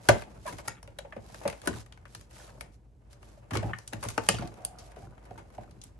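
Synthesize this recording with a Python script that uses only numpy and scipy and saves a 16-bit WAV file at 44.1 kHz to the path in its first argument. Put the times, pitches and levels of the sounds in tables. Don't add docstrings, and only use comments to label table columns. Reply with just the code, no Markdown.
import sys
import numpy as np
from scipy import signal
from scipy.fft import rfft, irfft, next_fast_len
from scipy.io import wavfile

SR = 44100
rng = np.random.default_rng(int(sys.argv[2]) if len(sys.argv) > 2 else 0)


def dump_mix(stems):
    frames = np.atleast_2d(stems).T
    limited = np.clip(frames, -1, 1)
    pcm = np.round(limited * 32767).astype(np.int16)
    wavfile.write(sys.argv[1], SR, pcm)


N = 264159


def amp(db):
    return 10 ** (np.asarray(db) / 20)


def unit_rms(x):
    return x / np.sqrt(np.mean(x ** 2) + 1e-20)


def at_energy(x, db):
    return amp(db) * x * np.sqrt(.02 * SR / (np.sum(x ** 2) / len(x) + 1e-20))


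def at_hz(points, hz):
    freqs, values = np.transpose(points)
    return np.interp(np.log(hz + 1), np.log(freqs), values)


def pan(left_db):
    return amp([[left_db / 2], [-left_db / 2]])


def add(mix, start_s, sound):
    part = mix[:, max(0, round(start_s * SR)):][:, :sound.shape[-1]]
    part += sound[..., :part.shape[1]]


def colour(x, gain, size=4096):
    log_gain = np.log(np.maximum(gain(abs(np.fft.fftfreq(size, 1 / SR))), 1e-5))
    taps = np.fft.ifft(np.exp(np.conj(signal.hilbert(log_gain)))).real[:size // 2]
    return signal.oaconvolve(x, taps[None], axes=1)[:, :x.shape[1]]


def equalise(x, spectrum):
    return colour(x, lambda hz: amp(at_hz(spectrum, hz)))


def noise_pair(count, likeness):
    left, other = rng.standard_normal((2, count))
    return np.array([left, likeness * left + np.sqrt(1 - likeness ** 2) * other])


def delayed(x, delay_s):
    size = next_fast_len(N + 64)
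    shift = np.exp(-2j * np.pi * np.fft.rfftfreq(size, 1 / SR) * delay_s)
    return irfft(rfft(x, size) * shift, size)[:N]


# (frequency [Hz], level [dB])
AIR_SPECTRUM = [(20, -30.5), (36, -28.5), (50, 2), (65, 1), (100, -3), (160, -11), (300, -18), (700, -28),
                (1500, -44.5), (4000, -47.5), (9000, -47), (11500, -50), (13000, -66)]
# (frequency [Hz], level [dB])
HUM_TONES = [(53, -58.5), (119, -66)]

def room_tone(air_db=-58):
    t = np.arange(N) / SR
    hum = sum(amp(db) * np.sqrt(2) * np.sin(2 * np.pi * (hz * t + rng.random())) for hz, db in HUM_TONES)
    return hum + amp(air_db) * unit_rms(equalise(noise_pair(N, 0.86), AIR_SPECTRUM))


def strokes(rows, skew, sharpness):
    t, power = np.arange(N) / SR, np.zeros(N)
    for start, length, db in rows:
        during = (t > start) & (t < start + length)
        arch = abs(np.sin(np.pi * ((t[during] - start) / length) ** skew)) ** sharpness
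        power[during] += (amp(db) * arch) ** 2
    return np.sqrt(power)


def friction(level, spectrum, likeness, grain_db, grain_s):
    t, knots = np.arange(N) / SR, np.arange(0, N / SR + grain_s, grain_s)
    slips = noise_pair(N, likeness)
    bunching = amp(grain_db * np.interp(t, knots, rng.standard_normal(N)[:len(knots)]))
    return level * unit_rms(equalise(slips * bunching, spectrum))


def crinkles(level, spectrum, per_s=30, level_db=-16, spread_db=2.5, decay_s=.003, size=900):
    strengths = amp(spread_db * np.minimum(rng.exponential(1, N), 3))
    catches = strengths * (rng.random(N) < per_s / SR)
    ticks = np.maximum(signal.oaconvolve(catches, np.exp(-np.arange(size) / SR / decay_s))[:N], 0)
    return level * amp(level_db) * unit_rms(equalise(noise_pair(N, .5) * ticks, spectrum))


# (start [s], length [s], hiss [dB], scrape [dB])
PLASTIC_SLIDES = [(0, 0.14, -57, -55), (0.034, 0.23, -51, -52.5), (0.238, 0.27, -65, -64),
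                  (0.413, 0.19, -53.5, -54), (0.563, 0.06, -50, -52), (0.627, 0.11, -57.5, -50.5),
                  (1.186, 0.49, -56.5, -59.5), (1.62, 0.12, -53.5, -48), (1.711, 0.13, -49.5, -53.5),
                  (2.063, 0.22, -61, -87.5), (2.292, 0.24, -53.5, -60.5), (2.42, 0.29, -67.5, -61),
                  (2.715, 0.057, -66.5, -70), (3.099, 0.054, -61.5, -67.5), (3.191, 0.24, -64.5, -86),
                  (3.528, 0.046, -41.5, -37), (3.58, 0.16, -57, -44.5), (3.686, 0.3, -64, -77.5),
                  (3.913, 0.1, -62.5, -48.5), (3.986, 0.22, -50.5, -56.5), (4.201, 0.2, -47.5, -63.5),
                  (4.366, 0.11, -60, -46), (4.547, 0.14, -67, -53.5), (4.773, .17, -60.5, -54.5),
                  (4.956, .13, -62.5, -58.5), (5.233, 0.052, -65.5, -59), (5.305, .13, -72, -56.5),
                  (5.52, 0.066, -65.5, -59), (5.579, 0.083, -69, -55), (5.816, 0.092, -62.5, -82.5)]
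# (start [s], length [s], rumble [dB])
DESK_DRAGS = [(.09, 0.11, -42), (.5, 0.12, -50), (1.43, 0.1, -46.5), (1.68, 0.13, -51), (3.52, 0.083, -33),
              (3.62, 0.14, -41), (3.94, 0.1, -51), (4.28, 0.13, -40.5), (4.41, 0.097, -39.5),
              (4.97, 0.13, -48), (5.33, 0.14, -54.5), (5.59, 0.14, -53)]
# (time [s], level [dB])
FINGER_RUB = [(0, -57), (.85, -65), (1.4, -58.5), (2.1, -67), (2.65, -62), (2.82, -75), (2.98, -77.5),
              (3.12, -65), (3.35, -62), (3.85, -69), (4.4, -53), (4.72, -59), (5.1, -63.5), (5.7, -61.5),
              (5.99, -67.5)]
# (frequency [Hz], level [dB])
HISS_SPECTRUM = [(900, -3), (1700, -1.5), (3000, -1), (5000, 1), (8000, -0.5), (11700, -3), (12900, -33),
                 (16000, -39)]
SCRAPE_SPECTRUM = [(200, -7), (420, 1), (580, 4), (760, 2), (1000, -2.5), (1600, -10), (2600, -13),
                   (5000, -35.5)]
RUMBLE_SPECTRUM = [(40, -34), (70, -1.5), (110, 3), (170, -3), (260, -7.5), (400, -9), (800, -46.5)]

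def sliding(finger_hiss_db=-11, finger_rumble_db=3):
    fingers = amp(np.interp(np.arange(N) / SR, *np.transpose(FINGER_RUB)))
    hiss_rows = [(start, length, db) for start, length, db, _ in PLASTIC_SLIDES]
    scrape_rows = [(start, length, db) for start, length, _, db in PLASTIC_SLIDES]
    hiss = np.hypot(strokes(hiss_rows, skew=0.83, sharpness=1.0), fingers * amp(finger_hiss_db))
    scrape = np.hypot(strokes(scrape_rows, skew=0.99, sharpness=0.93), fingers)
    rumble = np.hypot(strokes(DESK_DRAGS, skew=0.55, sharpness=0.94), fingers * amp(finger_rumble_db))
    return (friction(hiss, HISS_SPECTRUM, likeness=0.21, grain_db=3.0, grain_s=0.0031)
            + crinkles(hiss, HISS_SPECTRUM)
            + friction(scrape, SCRAPE_SPECTRUM, likeness=0.048, grain_db=4.0, grain_s=0.014)
            + friction(rumble, RUMBLE_SPECTRUM, likeness=1.0, grain_db=4.5, grain_s=0.02))


# (frequency [Hz], level [dB])
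SHEET_SPECTRUM = [(350, -1.5), (600, 4.5), (1000, -1), (1250, -3.5), (1600, -4.5), (2100, -4.5), (2950, -7),
                  (3650, -13.5), (4300, -14.5), (4900, -15), (5900, -16), (6600, -15.5), (7700, -17),
                  (9300, -8), (12000, -15.5), (13500, -24.5), (16000, -30)]
# (low edge [Hz], high edge [Hz])
BURST_BANDS = [(350, 1000), (1000, 3300), (3700, 7700), (8000, 16000)]
BURST_TRIMS = [0.51, 0.68, 0.33, 1]

def rim_slip(db, patch_hz, falloff_db, decay_s, rise_s=.0007, tail_db=-22, tail_s=0.011,
             patch_db=6, patch_width=.45, size=4000):
    out, t = np.zeros((2, size)), np.arange(size) / SR
    for (low_hz, high_hz), trim_db in zip(BURST_BANDS, BURST_TRIMS):
        def band_gain(hz):
            resonance_db = patch_db / (1 + (2 * (hz / patch_hz - 1) / patch_width) ** 2)
            skirts = np.sqrt((1 + (low_hz / (hz + 1)) ** 10) * (1 + (hz / high_hz) ** 10))
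            return amp(at_hz(SHEET_SPECTRUM, hz) + resonance_db) / skirts

        centre_hz = np.sqrt(low_hz * high_hz)
        stretch = (5000 / centre_hz) ** 0.31
        rise = (1 - np.exp(-t / (rise_s * stretch))) ** 2
        fall = np.exp(-(t / (2 * decay_s * stretch)) ** 0.96) + amp(tail_db) * np.exp(-t / tail_s)
        burst = colour(noise_pair(size, 0.14) * rise * fall, band_gain, size=2048)
        out += at_energy(burst, db + trim_db - falloff_db * abs(np.log2(centre_hz / patch_hz)))
    return out


# (pitch [x patch pitch], level against the snap [dB], t60 at reference_hz [s])
PATCH_PARTIALS = [(0.551, -19, .13), (.85, -18.5, 0.12), (1, -12, .11)]

def patch_ring(db, patch_hz, rise_s=0.0016, reference_hz=1800, size=6000):
    t, phases = np.arange(size) / SR, rng.uniform(0, 2 * np.pi, (len(PATCH_PARTIALS), 2, 1))
    ring = np.zeros((2, size))
    for (ratio, partial_db, t60), phase in zip(PATCH_PARTIALS, phases):
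        fall = amp(db + partial_db - 60 * t / t60 * patch_hz / reference_hz)
        ring += fall * np.sin(2 * np.pi * patch_hz * ratio * t + phase)
    return ring * (1 - np.exp(-t / rise_s))


# (frequency [Hz], level [dB], t60 [s])
DESK_MODES = [(75.6, -6, 0.095), (109.5, -1.5, 0.17), (150, 1.5, 0.034), (191.5, -4, 0.085),
              (235, 1, 0.092), (301, -1.5, 0.068), (405, 0.5, 0.049), (438, -3, 0.06)]

def desk_thud(db, dull_db=0, push_s=0.0026, detune_share=.05, size=12000):
    t, ring = np.arange(size) / SR, np.zeros(size)
    for hz, mode_db, t60 in DESK_MODES:
        detune, phase = rng.uniform(-1.06, 1, 2)
        fall = amp(mode_db - dull_db * np.log2(hz) - 60 * t / t60)
        ring += fall * np.sin(2 * np.pi * (hz * (1 + detune_share * detune) * t + phase / 2))
    return at_energy(ring[None] * (1 - np.exp(-t / push_s)) ** 2, db)


# (time [s], level [dB], patch pitch [Hz], fall-off from that pitch [dB/octave], base decay [s])
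SHELL_SNAPS = [(0.0865, -22.5, 1564, 1.5, 0.0031), (.22, -42.5, 910, 5.5, 0.0012),
               (0.4629, -48, 1130, 1.5, 0.005), (0.4755, -47.5, 1130, 0.1, 0.011),
               (0.4901, -52.5, 2000, 0.5, 0.004), (0.5238, -51.5, 2000, 0.5, 0.0044),
               (0.5829, -46.5, 920, 3, .0028), (.676, -49, 1800, -2, 0.0031),
               (0.6805, -40.5, 8300, 4.5, 0.00086), (0.8281, -57, 5740, 1, 0.00072),
               (.875, -53.5, 2580, 8, 0.00061), (.986, -47, 3920, 1.5, 0.0021), (1.047, -53, 770, 9, .003),
               (1.123, -47.5, 1713, 13.5, 0.002), (1.163, -50, 845, 7, 0.0017),
               (1.3434, -50, 1600, 3.5, 0.0011), (1.435, -56, 1990, 2.5, 0.00092),
               (1.476, -39.5, 2130, 1, 0.0022), (1.4985, -45.5, 2160, 3, 0.00063),
               (1.5253, -48.5, 2300, 6.5, 0.0021), (1.616, -55.5, 3940, 2, 0.0008),
               (1.657, -57.5, 1640, -2.5, 0.0019), (1.6724, -36, 1600, -0.2, 0.0031),
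               (1.861, -61.5, 2400, 2.5, .001), (1.9227, -46, 3330, 14, 0.001),
               (1.974, -59.5, 1550, 5.5, 0.00068), (2.0537, -52.5, 1620, 7.5, 0.00028),
               (2.148, -48, 5200, 3, 0.0012), (2.21, -60, 5730, 2.5, 0.00093),
               (2.309, -65.5, 1990, 0.5, 0.0016), (2.363, -57.5, 1200, 8, 0.0018),
               (2.442, -56.5, 650, 10, .002), (2.476, -66.5, 2700, 0, .0015), (2.49, -49, 930, 13, 0.0026),
               (2.549, -57.5, 560, 9, .002), (2.575, -62, 559, 6, 0.0017), (2.6078, -46, 2200, 3, 0.0012),
               (2.609, -46.5, 10000, 7, 0.00093), (3.1283, -61, 5060, 3, .0023),
               (3.2275, -58, 1180, 3.5, 0.0014), (3.507, -39, 1174, 5.5, 0.0038),
               (3.5334, -39.5, 1480, 5, 0.0028), (3.5513, -30.5, 1082, 8.5, 0.0031),
               (3.559, -39, 2180, 14, 0.004), (3.592, -46, 2050, 16, .003), (3.628, -48, 1500, 7, .002),
               (3.57, -32.5, 3620, 10.5, 0.0014), (3.7326, -40, 1820, 15, 0.002),
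               (3.785, -51.5, 5830, 2, 0.001), (3.8757, -41.5, 7400, 10.5, 0.0016),
               (3.9255, -41, 626, 5, 0.0038), (3.9319, -43.5, 2090, 1.5, 0.00099),
               (4.026, -38.5, 1090, 2.5, 0.0075), (4.037, -43, 8750, 6, 0.00058),
               (4.0504, -53, 9000, -2, 0.00058), (4.0857, -41, 6700, 3, 0.0013),
               (4.102, -45, 9000, 3, 0.00069), (4.177, -31, 1110, 4, 0.0017),
               (4.2867, -28, 5370, 0.6, 0.0028), (4.385, -47.5, 1320, 3, 0.0028),
               (4.4218, -48.5, 870, 4, 0.0014), (4.473, -55, 5030, 2.5, 0.0014),
               (4.54, -63.5, 2480, 1.5, .0012), (4.6486, -32, 10000, 10, 0.0012),
               (4.7848, -51, 5600, 8, 0.0088), (4.917, -62.5, 2060, 2, 0.0018),
               (4.961, -58.5, 1560, 4.5, 0.0033), (4.988, -69, 2400, 1, .001), (5.05, -69, 2000, 1.5, .001),
               (5.107, -77.5, 4500, 0.5, .001), (5.178, -57, 1077, 7.5, 0.0015),
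               (5.226, -74, 3000, 4.5, .001), (5.252, -64.5, 1790, 2, 0.003),
               (5.307, -60.5, 1400, 4, 0.0017), (5.3764, -52, 1345, 3.5, 0.0082),
               (5.501, -69, 1710, 2, 0.002), (5.547, -66, 2170, 3, 0.0013), (5.579, -50.5, 706, 7, 0.0018),
               (5.633, -62.5, 2250, 7.5, 0.0014), (5.709, -64, 4470, 4, 0.0018),
               (5.8146, -47.5, 6050, 22, .0017), (5.836, -44.5, 8280, 16, 0.0024)]

def snaps(left_db=3.5, recoil_hz=202, recoil_db=2.5, pack_loss_db_per_octave=2.5):
    out = np.zeros((2, N))
    for start, db, patch_hz, falloff_db, decay_s in SHELL_SNAPS + dome_clicks():
        add(out, start, rim_slip(db, patch_hz, falloff_db, decay_s) * pan(left_db))
        add(out, start, patch_ring(db, patch_hz))
        loss_db = (falloff_db + pack_loss_db_per_octave) * np.log2(patch_hz / recoil_hz)
        add(out, start, desk_thud(db + recoil_db - loss_db))
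    return out


# (frequency [Hz], t60 [s], gain [dB])
SHELL_MODES = [(576, 0.15, -3), (744, 0.82, -4), (875, 0.99, -2), (975, 0.14, -3), (1203, 0.061, -2),
               (1363, 0.3, -3.5), (1473, 0.033, -5), (1610, 0.02, -8.5), (1714, 0.04, -10),
               (2140, 0.063, -5.5), (2554, 0.11, -4), (2850, 0.19, -8.5), (3130, 0.18, -2),
               (3860, 0.043, -8), (4770, 0.04, -10), (5640, 0.25, -6), (6320, 0.06, -1)]

def shell_ring(shaking, flex_share=.035, flex_s=.22):
    t, knots = np.arange(N) / SR, np.arange(0, N / SR + flex_s, flex_s)
    clock = np.cumsum(1 + flex_share * np.interp(t, knots, rng.uniform(-1, 1, len(knots))))
    steps = np.arange(int(clock[-1]) + 1)
    drive = np.array([np.interp(steps, clock, side) for side in shaking])
    ring = np.zeros_like(drive)
    for hz, t60, db in SHELL_MODES:
        q = hz * t60 * np.pi / np.log(1000)
        ring += amp(db) * signal.lfilter(*signal.iirpeak(hz, q, SR), drive)
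    return np.array([np.interp(clock, steps, side) for side in ring])


# (time [s], level [dB], dullness [dB/octave])
DESK_KNOCKS = [(0.087, -22.5, 0.5), (.151, -41, 0), (0.532, -44.5, 5.5), (1.165, -44.5, -4),
               (1.455, -37.5, -11.5), (1.6723, -35.5, 8), (1.694, -36.5, -3.5), (1.708, -42, 2),
               (1.768, -45, 8), (3.517, -36, 3.5), (3.535, -34, 1.5), (3.5608, -36, -12),
               (3.572, -32.5, -1), (3.629, -46, -18), (3.643, -33, 14.5), (3.673, -41, 10.5),
               (3.932, -38, 5), (4.056, -35.5, 5), (4.18, -42.5, -0.5), (4.285, -48, 2.5), (4.34, -35, 6),
               (4.393, -35.5, 3), (4.436, -39.5, 4.5), (4.6486, -55, 0), (5.308, -48, 5),
               (5.5801, -47, 1.5)]

def knocks():
    out = np.zeros((2, N))
    for start, db, dull_db in DESK_KNOCKS:
        add(out, start, desk_thud(db, dull_db))
    return out


# (time [s], left over right [dB], after-ring [dB], modes as (frequency [Hz], level [dB]))
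PANEL_JOLTS = [(0.0877, 3.5, -29, [(388, -30), (1190, -27.5), (1520, -25), (1900, -30), (2150, -34),
               (2550, -34.5), (2850, -37), (3250, -34.5), (4200, -38), (5300, -37)]),
               (0.6811, 5, -28, [(165, -50), (870, -42), (1370, -43), (1900, -41.5), (2250, -46),
               (4900, -49.5), (5450, -47), (6750, -43.5), (10600, -41)]), (.987, 4, -55, [(1820, -56),
               (3250, -51), (3800, -51)]), (1.124, -1, -26, [(1150, -58), (1780, -52), (2600, -62)]),
               (1.6739, 5.5, -25, [(170, -35.5), (245, -33.5), (380, -36), (662, -39.5), (1000, -37.5),
               (1490, -35), (1680, -39)]), (3.7329, 1, -30, [(1230, -45), (1500, -46.5), (1820, -43.5),
               (2170, -49.5), (3000, -53)]), (4.178, 4, -33, [(290, -36.5), (460, -36.5), (590, -39),
               (860, -37.5), (1290, -37), (1530, -39.5), (1820, -42.5), (2750, -46.5), (5400, -52)]),
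               (4.2873, 2, -27.5, [(190, -35.5), (560, -32), (872, -32.5), (1195, -33), (1825, -33),
               (2580, -31), (2900, -32.5), (3100, -34), (4330, -35.5), (4850, -34.5), (5300, -36),
               (6650, -32.5), (7300, -32.5), (8500, -27.5), (9000, -29), (9500, -27), (10800, -28)]),
               (4.385, 0, -24, [(1380, -46), (4600, -53)]), (4.423, -4, -33, [(560, -59), (700, -43.5),
               (850, -53)]), (4.786, 0, -20, [(4500, -62), (5300, -58.5), (6500, -62)]),
               (4.967, 2, -24, [(430, -52), (660, -51)]), (5.311, -6, -30, [(420, -54), (580, -52.5),
               (720, -45)]), (5.583, -6, -24, [(430, -53), (600, -47), (745, -42)])]

def panels(width_at_1khz_hz=72, ring_t60=0.13, ring_top_hz=6500, cluster_share=.03, count=5,
           rise_cycles=.5, rise_s=0.00035, skew_rad=0.33, size=8000):
    out, t = np.zeros((2, N)), np.arange(size) / SR
    for start, left_db, ring_db, modes in PANEL_JOLTS:
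        for hz, db in modes:
            width_hz = width_at_1khz_hz * (hz / 1000) ** 0.39
            detune, offset = rng.uniform(-1, 1, (2, count, 1))
            beats = np.exp(1j * np.pi * (2 * hz * cluster_share * detune * t + offset))
            cluster = beats.sum(0) / np.sqrt(count)
            after_ring = cluster * amp(ring_db - 60 * t / ring_t60) / (1 + (hz / ring_top_hz) ** 10)
            rise = (1 - np.exp(-t / (rise_s + rise_cycles / hz))) ** 2
            fall = np.exp(-np.pi * width_hz * t) + after_ring
            phase = rng.uniform(0, 2 * np.pi) + skew_rad * rng.standard_normal((2, 1))
            mode = rise * (fall * np.exp(1j * (2 * np.pi * hz * t + phase))).real
            add(out, start, at_energy(mode, db) * pan(left_db))
    return out


# (time [s], level [dB], resting pitch [Hz], time scale of the swell [s])
DOME_POPS = [(0.0884, -9, 560.6, 0.012), (.113, -24.5, 580, 0.0061), (.152, -29, 586, 0.0057),
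             (.454, -32.5, 600, 0.01), (0.878, -45, 544, 0.0083), (0.986, -36, 540, 0.0077),
             (1.047, -37.5, 540, 0.0084), (1.127, -43.5, 600, 0.0079), (1.164, -32, 534, 0.0058),
             (1.415, -32.5, 620, 0.001), (1.4525, -19, 545, 0.0098), (1.529, -36.5, 560, 0.0039),
             (3.373, -48.5, 583, 0.0072), (3.627, -29, 616, 0.0067), (4.341, -33, 680, 0.0055),
             (5.375, -45, 885, 0.0093)]
# (time [s], left over right [dB])
DOME_POSITION = [(0, -3.5), (1.4, 0), (3.6, -1.5)]

def dome_pops(bend_share=0.18, bend_per_power=10.5, settle_s=0.0036, overtone_ratio=1.5, overtone_db=-15,
              right_lead_rad=0.99, rise=0.33, hold=1.6, grip=6, ring_db=-22, ring_t60=.11, size=6000):
    out, t = np.zeros((2, N)), np.arange(size) / SR
    for start, db, rest_hz, swell_s in DOME_POPS:
        bend = bend_share + bend_per_power * amp(db) ** 2
        pitch_hz = rest_hz * (1 + bend * np.exp(-t / settle_s))
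        phase = 2 * np.pi * np.cumsum(pitch_hz) / SR + np.array([[0], [right_lead_rad]])
        tone = np.sin(phase) + amp(overtone_db) * np.sin(overtone_ratio * phase)
        progress = t / swell_s
        swell = (1 - np.exp(-progress / rise)) * np.exp(-(progress / hold) ** grip)
        ring = np.minimum(progress, 1) * amp(ring_db - 60 * t / ring_t60)
        left_db = np.interp(start, *np.transpose(DOME_POSITION))
        add(out, start, amp(db) * (swell + ring) * tone * pan(left_db))
    return out


def dome_clicks(against_pop_db=-12.5, patch_hz=816, falloff_db=10, decay_s=0.0052):
    return [(start, db + against_pop_db, patch_hz, falloff_db, decay_s) for start, db, *_ in DOME_POPS]


# (start [s], length [s], touch level [dB],
# fade over the spell [dB], lowest pitch [Hz], highest pitch [Hz], touches [1/s])
CHATTER_SPELLS = [(.108, 0.13, -49.5, 18.5, 1180, 5900, 202), (0.688, .1, -60.5, 15, 1200, 4040, 304),
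                  (1.689, 0.11, -58, 5, 600, 5070, 173), (2.32, .19, -71, 1.5, 1500, 6000, 110),
                  (2.36, 0.23, -64.5, 3, 495, 1800, 101), (4.297, 0.17, -49, 21, 2480, 6600, 320),
                  (4.7, 0.98, -65, 2.5, 500, 1585, 25)]

def edge_chatter(decay_cycles=4.1, spread_db=4, max_touches=64, size=1200):
    out, t = np.zeros((2, N)), np.arange(size) / SR
    for start, length, db, fade_db, low_hz, high_hz, per_s in CHATTER_SPELLS:
        times = np.cumsum(rng.exponential(1, max_touches)) / per_s
        scatter_db = spread_db * np.clip(rng.standard_normal(max_touches), -2, 2)
        levels = db - fade_db * times / length + scatter_db
        pitches = low_hz * (high_hz / low_hz) ** rng.random((max_touches, 4, 1, 1))
        shared_phases = 2 * np.pi * rng.random((max_touches, 4, 1, 1))
        phases = shared_phases + .5 * rng.standard_normal((max_touches, 4, 2, 1))
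        for when, touch_db, hz, phase in zip(times[times < length], levels, pitches, phases):
            envelope = np.exp(-hz * t / decay_cycles) * (1 - np.exp(-hz * t))
            touch = (envelope * np.sin(2 * np.pi * hz * t + phase)).sum(0)
            add(out, start + when, at_energy(touch, touch_db))
    return out


# (start [s], length [s], level [dB], first nominal pitch [Hz], last nominal pitch [Hz], overtones [dB])
WALL_GROANS = [(0.462, 0.035, -40.5, 1150, 1008, -6), (3.625, 0.079, -44.5, 840, 797, -20),
               (4.419, 0.084, -52.5, 720, 765, -9), (4.565, 0.19, -54, 700, 772, -23),
               (4.764, .16, -60, 740, 713, -15), (4.963, 0.12, -55.5, 720, 765, -23)]
# (pitch [x nominal pitch], level against the groan's overtone level [dB])
WALL_OVERTONES = [(1.579, -2), (2.101, -7), (3.1, -12)]

def groans(width_hz=125, likeness=0.79, fundamental_ratio=0.97):
    out, lowpass = np.zeros((2, N)), signal.butter(2, width_hz / 2, fs=SR)
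    for start, length, db, first_hz, last_hz, overtone_db in WALL_GROANS:
        progress = np.arange(0, length, 1 / SR) / length
        phase = 2 * np.pi * np.cumsum(first_hz + (last_hz - first_hz) * progress) / SR
        arch = np.sqrt(np.sin(np.pi * progress))
        overtones = [(ratio, overtone_db + drop_db) for ratio, drop_db in WALL_OVERTONES]
        for ratio, partial_db in [(fundamental_ratio, 0)] + overtones:
            noise = noise_pair(SR // 2, likeness) + 1j * noise_pair(SR // 2, likeness)
            slips = signal.lfilter(*lowpass, noise)[:, -len(progress):]
            partial = (slips * np.exp(1j * ratio * phase)).real
            add(out, start, amp(db + partial_db) * unit_rms(arch * partial))
    return out


# (frequency [Hz], t60 [s])
ROOM_DECAY = [(100, 0.27), (500, 0.19), (2000, 0.28), (6000, 0.18), (12000, 0.27)]
# (frequency [Hz], level [dB])
ECHO_SPECTRUM = [(100, -1.5), (500, -1.5), (1500, -8), (4000, -7), (7500, -2.5), (10000, -16),
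                 (12000, -22.5), (16000, -25)]

def room_echo(x, gap_s=0.004, build_s=0.0013, likeness=0.12, size=22050):
    hz, t, bands = signal.stft(noise_pair(size, likeness), SR, nperseg=256)
    tail = signal.istft(bands * amp(-60 * t / at_hz(ROOM_DECAY, hz)[:, None]), SR, nperseg=256)[1]
    since_gap_s = np.maximum(np.arange(tail.shape[1]) / SR - gap_s, 0)
    tail = tail * (1 - np.exp(-since_gap_s / build_s))
    tail = equalise(tail / np.linalg.norm(tail[0]), ECHO_SPECTRUM)
    return signal.fftconvolve(x, tail, axes=1)[:, :N]


def scene(snap_room_db=-2, pop_room_db=-5, slide_room_db=-4, right_late_s=.00003):
    left, right = snaps() + panels() + edge_chatter() + knocks()
    cracks = np.array([left, delayed(right, right_late_s)])
    dome = dome_pops()
    rub = sliding() + groans()
    echo = room_echo(amp(snap_room_db) * cracks + amp(pop_room_db) * dome + amp(slide_room_db) * rub)
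    return cracks + dome + rub + shell_ring(cracks + rub) + echo + room_tone()


# (frequency [Hz], level [dB])
MIC_RESPONSE = [(20, 1.5), (9000, -3), (11300, -1.5), (12100, -7), (13000, -24.5), (16000, -21.5)]

def record(dry, port_hz=10150, port_width_hz=1400, port_db=9, notch=0.87, low_hz=42, top_hz=16200):
    port = signal.iirpeak(port_hz, port_hz / port_width_hz, SR)
    swing = amp(port_db) * signal.lfilter(*port, signal.lfilter(*port, dry.mean(0)))
    notched = dry - notch * signal.lfilter(*port, dry)
    heard = equalise(notched + np.array([swing, -swing]), MIC_RESPONSE)
    heard = signal.sosfilt(signal.butter(4, low_hz, "high", fs=SR, output="sos"), heard)
    lowpass = signal.firwin(255, top_hz, window=("kaiser", 9), fs=SR)
    return signal.oaconvolve(heard, lowpass[None], "same", axes=1)


dry = scene()
out = record(dry)
dump_mix(out)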